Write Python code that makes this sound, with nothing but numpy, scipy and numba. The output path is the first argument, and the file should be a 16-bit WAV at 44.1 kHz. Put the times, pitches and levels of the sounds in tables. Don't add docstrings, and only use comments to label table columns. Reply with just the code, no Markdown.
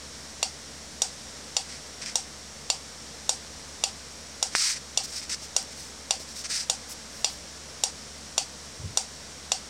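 import sys
import numpy as np
from scipy import signal
from scipy.fft import rfft, irfft
from scipy.io import wavfile
from scipy.ndimage import uniform_filter1d
from numba import njit

SR = 44100
rng = np.random.default_rng(int(sys.argv[2]) if len(sys.argv) > 2 else 0)


def attenuation_scalar(level_db):
    decades = np.asarray(level_db, float) / 20
    return 10 ** decades


def wav_record(signal):
    frames = np.transpose(np.atleast_2d(signal))
    bounded = np.clip(frames, -1, 1)
    quanta = np.round(bounded * 32767).astype(np.int16)
    wavfile.write(sys.argv[1], SR, quanta)


N = 427329
T = np.arange(N) / SR


def unit(x):
    return x / np.sqrt(np.mean(x ** 2))


def colour(x, points):
    hz, db = np.transpose(points)
    f = np.maximum(np.arange(len(x) // 2 + 1) * SR / len(x), 1)
    gain = attenuation_scalar(np.interp(np.log(f), np.log(hz), db))
    return irfft(rfft(x) * gain, len(x))


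@njit
def band(x, hz, width):
    y, b, l = np.empty(len(x)), 0., 0.
    for i in range(len(x)):
        g, k = np.tan(np.pi * hz[i] / SR), width / hz[i]
        v = (b + g * (x[i] - l)) / (1 + g * (g + k))
        b, l, y[i] = 2 * v - b, l + 2 * g * v, k * v
    return y


def ring(x, hz, width):
    return band(x, np.full(len(x), 1. * hz), 1. * width)


@njit
def follow(x, attack, release):
    y, e = np.empty(len(x)), 0.
    for i in range(len(x)):
        e += (abs(x[i]) - e) * (attack if abs(x[i]) > e else release)
        y[i] = e
    return y


def walk(rate):
    hold = int(SR / rate)
    steps = np.repeat(rng.standard_normal(N // hold + 1), hold)
    return uniform_filter1d(uniform_filter1d(steps, hold), hold)[:N]


def strokes(rows, extra_db):
    pointedness = 1.46
    power = np.zeros(N)
    for (s, rise, fall, db, _), more_db in zip(rows, extra_db):
        part = slice(int((s - rise) * SR), int((s + fall) * SR))
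        away = (T[part] - s) / np.where(T[part] < s, rise, fall)
        arch = np.maximum(1 - away ** 2, 0) ** pointedness
        power[part] += (attenuation_scalar(db + more_db) * arch) ** 2
    return np.sqrt(power)


# start in seconds, peak level in dB.
BLOWS = [(.4283, -7.5), (1.0187, -5.5), (1.5663, -7), (2.1557, -6.5), (2.7007, -6), (3.2926, -5),
         (3.8376, -6), (4.4268, -6.5), (4.974, -5.5), (5.564, -5), (6.1077, -5.5), (6.6979, -6),
         (7.2445, -5), (7.8363, -5.5), (8.3792, -4.5), (8.9726, -5), (9.5182, -6)]
# pitch in Hz, time to fade by 60 dB in seconds,
# level in a tick in dB, level in a tock in dB.
CASE_MODES = [(516, 0.088, -12, -10.5), (652, 0.045, -3.5, -5.5), (780, 0.048, -3.5, -5.5),
              (745, 0.054, -20, -17), (816, 0.059, -45, -20), (1460, 0.023, -24, -18),
              (2010, 0.014, -24.5, -26), (2777, 0.029, -6.5, -15), (3410, 0.018, -1.5, -7),
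              (3790, 0.016, -9, -21), (3660, 0.023, -16, -11.5), (4500, 0.072, -3.5, -10.5),
               (4936, 0.054, 2, -6), (5400, 0.004, 2, 4.5), (5757, 0.024, -0.5, 1.5),
              (6150, 0.0053, 3, 2.5), (6850, 0.04, -6.5, -2), (7180, 0.032, 1.5, -8),
              (7310, 0.013, -19, 1.5), (8050, 0.032, -3, -1), (8470, 0.011, -3.5, -1.5),
              (8900, 0.045, -11, -6), (9810, 0.03, -5, -5.5), (11100, .012, -9, -9),
              (11980, 0.015, -9, -5.5), (14000, .006, -44, -29)]
# delay in seconds, level in dB, signed strength (minus flips the wave).
ECHOES = [
    (.00042, -1, -5),
    (.00105, 6.5, 1.5),
    (.0021, -7, 1.5),
    (.0046, -32, -9),
    (.0093, -15, 2),
]
# frequency in Hz, level in dB per Hz.
TICK_ROOM = [(530, -18), (900, -5), (1730, -14.5), (1920, -10.5), (2840, -6), (4100, -2.5), (4490, 5.5),
             (5650, 0.5), (8540, -0.5), (14000, -46)]
# frequency in Hz, level in dB per Hz.
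TOCK_ROOM = [(530, -18), (900, 1), (1130, -15.5), (1460, -5.5), (1640, -12), (3700, -4.5), (6410, 1),
             (8740, 0.5), (9580, -10), (14000, -51)]
# pitch in Hz, width in Hz, tick level in dB, tock level in dB.
PANELS = [
    (780, 89, -13, -21),
    (5600, 270, -7, -4.5),
    (2750, 390, -13.5, -23),
    (3350, 170, -15.5, -36),
    (4800, 150, -9.5, -8),
]


def metronome():
    out, t = np.zeros(N + SR), T[:SR // 3]
    hz, t60, *face_db = np.transpose(CASE_MODES)
    sign = (-1.) ** np.arange(len(hz))
    hollow = hz < 1100
    hollow_db = 1.5

    wall_hz, wall_s, wall_rise_s, wall_fall_s, wall_db = 773, 0.033, 0.0075, 0.0094, -33.5
    swell = np.exp(-((t - wall_s) / np.where(t < wall_s, wall_rise_s, wall_fall_s)) ** 2)
    wall = attenuation_scalar(wall_db) * swell * np.sin(2 * np.pi * wall_hz * t)

    room_db, room_t60_s, room_rise_s, room_end_s = -19, 0.16, 0.00027, 0.27
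    chance = rng.standard_normal((len(BLOWS), 2, len(hz)))
    for k, (s, db) in enumerate(BLOWS):
        face = k % 2
        size = sign * attenuation_scalar(face_db[face] + 1.2 * chance[k, 0])
        pitch = hz * (1 + 0.0026 * chance[k, 1])
        fade = np.exp(-np.log(1000) * t / t60[:, None])
        modes = fade * np.sin(2 * np.pi * pitch[:, None] * t)

        case = (size * ~hollow) @ modes
        near = case.copy()
        for late, echo_db, turn in ECHOES:
            near += turn * attenuation_scalar(echo_db) * np.interp(t - late, t, case, left=0)
        near += (attenuation_scalar(face_db[face] + hollow_db) * hollow) @ modes
        near = np.convolve(near, np.hanning(6), "same")
        near /= near[:SR // 50].std()

        room = unit(colour(rng.standard_normal(len(t)), (TICK_ROOM, TOCK_ROOM)[face]))
        for panel_hz, width, *panel_db in PANELS:
            room += attenuation_scalar(panel_db[face]) * unit(ring(rng.standard_normal(len(t)), panel_hz, width))
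        room /= np.sqrt(1 + (t / room_end_s) ** 6)
        room *= (1 - np.exp(-t / room_rise_s)) * np.exp(-np.log(1000) * t / room_t60_s)

        i = int(s * SR)
        out[i:i + len(t)] += attenuation_scalar(db + 4.0) * (attenuation_scalar(-14.5) * near + attenuation_scalar(room_db) * room + wall)
    return signal.sosfilt(signal.butter(4, 420, "high", fs=SR, output="sos"), out[:N])


# firmest moment in seconds, press time in seconds,
# release time in seconds, peak level in dB, lightness of touch in dB.
RUBS = [(1.706, 0.037, .1, -42.5, -10), (2.02, 0.009, 0.048, -38.5, -13), (2.063, .01, 0.075, -36.5, -11),
        (4.54, 0.028, .015, -39.5, -5), (4.558, 0.0078, 0.024, -17, -1), (4.64, 0.098, 0.12, -18, -2),
        (4.765, 0.056, 0.028, -34.5, -8), (5.052, .025, 0.013, -33.5, 7), (5.11, 0.052, .04, -42, 5),
        (5.171, 0.061, 0.047, -34.5, 2), (5.22, .006, 0.048, -37.5, -2), (5.299, .007, 0.027, -32.5, -2),
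        (5.327, .03, 0.035, -28, -4.5), (5.434, .03, 0.045, -41.5, 4), (5.728, .025, .015, -44, 2),
        (5.79, .035, 0.14, -44.5, 8), (6.205, .018, 0.049, -42.5, 9), (6.294, .025, 0.061, -44, 5),
        (6.39, 0.058, 0.048, -37.5, 6), (6.448, 0.012, 0.031, -32.5, -7), (6.525, 0.038, 0.14, -25, -1.5),
        (6.92, 0.042, 0.027, -43.5, 19), (7.19, .09, 0.079, -52, 15), (7.3, .012, 0.11, -47, 11)]
# frequency in Hz, level in dB per Hz.
SKIN = [(1650, -54), (2800, -22.5), (3590, -5.5), (4710, 3.5), (5590, 6), (6800, -2), (8070, -1.5),
        (8560, -1), (9800, -14.5), (11500, -27), (15000, -56), (22000, -120)]
# start in seconds, peak level in dB, pitch in Hz, width in Hz.
SNAPS = [
    (4.5512, -1.5, 1700, 1300),
    (2.061, -16, 4500, 5000),
    (5.216, -25, 4000, 5000),
    (5.296, -24, 4500, 4000),
    (5.627, -22, 8000, 3000),
    (6.201, -30, 400, 500),
]
# peak time in seconds, rise in seconds, fall in seconds, peak level in dB, pitch in Hz.
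JOLTS = [
    (3.59, .06, .06, -58, 50),
    (7.22, .055, .07, -54, 45),
    (7.34, .05, .09, -60.5, 45),
    (8.81, .016, 0.036, -35, 115),
    (8.855, 0.029, .035, -34.5, 90),
    (8.885, 0.033, 0.025, -40, 70),
    (8.91, 0.025, 0.027, -40, 107),
]


def fingers():
    light_db = np.transpose(RUBS)[-1]
    grain_db = 1.5 * rng.exponential(size=N) + 1.6 * walk(150)
    slips = rng.standard_normal((3, N)) * attenuation_scalar(grain_db)
    shell = colour(slips[0], SKIN)
    dull = ring(ring(slips[1], 2040, 1860), 2040, 1860)
    bright = ring(slips[2], 7300, 6000)
    out = strokes(RUBS, 0 * light_db) * unit(shell)
    out += strokes(RUBS, -11.5 - 0.57 * light_db) * unit(dull)
    out += strokes(RUBS, -16.5 + light_db) * unit(bright)

    for s, db, hz, width in SNAPS:
        i = int(s * SR)
        push = np.exp(-((T[:800] * hz - .5) / 0.15) ** 2)
        snap = ring(push, hz, width) + 0.17 * push
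        click = 1. * (push == push.max())
        snap += 2.8 * ring(ring(click, 5800, 1200), 5300, 3000)
        out[i:i + 800] += attenuation_scalar(db) * snap / np.abs(snap).max()

    jolt_s, *_, hz = np.transpose(JOLTS)
    jolt_hz = np.interp(T, jolt_s, hz)
    thud = band(band(rng.standard_normal(N), jolt_hz, 58.0), jolt_hz, 74.0)
    return out + strokes(JOLTS, 0 * hz) * unit(thud)


# pitch in Hz, width of its wavering in Hz, rms level in dB.
FAN_HUM = [
    (74.2, 1.69, -55),
    (145.4, 7.32, -64.5),
    (220.6, 4.04, -61.5),
]
# frequency in Hz, level in dB per Hz.
AIR = [(20, -24), (42, -23.5), (55, -5), (105, -14), (140, -6), (300, -7), (345, -12.5), (480, -7),
       (850, -12.5), (2100, -13), (2600, -16.5), (5550, -10), (8600, -16), (15500, -48.5)]


def fan():
    air = unit(colour(rng.standard_normal(N), AIR)) * attenuation_scalar(-43.5 + 0.38 * walk(3.56))
    air += attenuation_scalar(-59) * unit(ring(air, 5600, 370))
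    for hz, width, db in FAN_HUM:
        turns = np.cumsum(hz + 0.391 * width * walk(2.5)) / SR
        level = np.sqrt(2) * attenuation_scalar(db + 0.1 * width * walk(4.09))
        air += level * np.sin(2 * np.pi * turns)
    return air


def scene():
    return np.tile(metronome() + fingers() + fan(), (2, 1))


def band_limit(x):
    return signal.sosfilt(signal.butter(12, 16540, fs=SR, output="sos"), x)


def record(dry):
    knee_db, ratio, attack_s, release_s = -30, 1.754, 0.0021, 0.014
    level = follow(dry[0], 1 / (attack_s * SR), 1 / (release_s * SR))
    level = uniform_filter1d(level, size=130)
    gain = np.minimum(attenuation_scalar(knee_db) / (level + 1e-9), 1) ** (1 - 1 / ratio)
    hiss = attenuation_scalar(-69) * unit(ring(rng.standard_normal(N), 12000, 8000))
    top_filter = signal.ellip(8, .3, 50, 15900, fs=SR, output="sos")
    heard = signal.sosfilt(top_filter, dry * gain + hiss)
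    return band_limit(heard - .0009)


dry = scene()
out = record(dry)
wav_record(out)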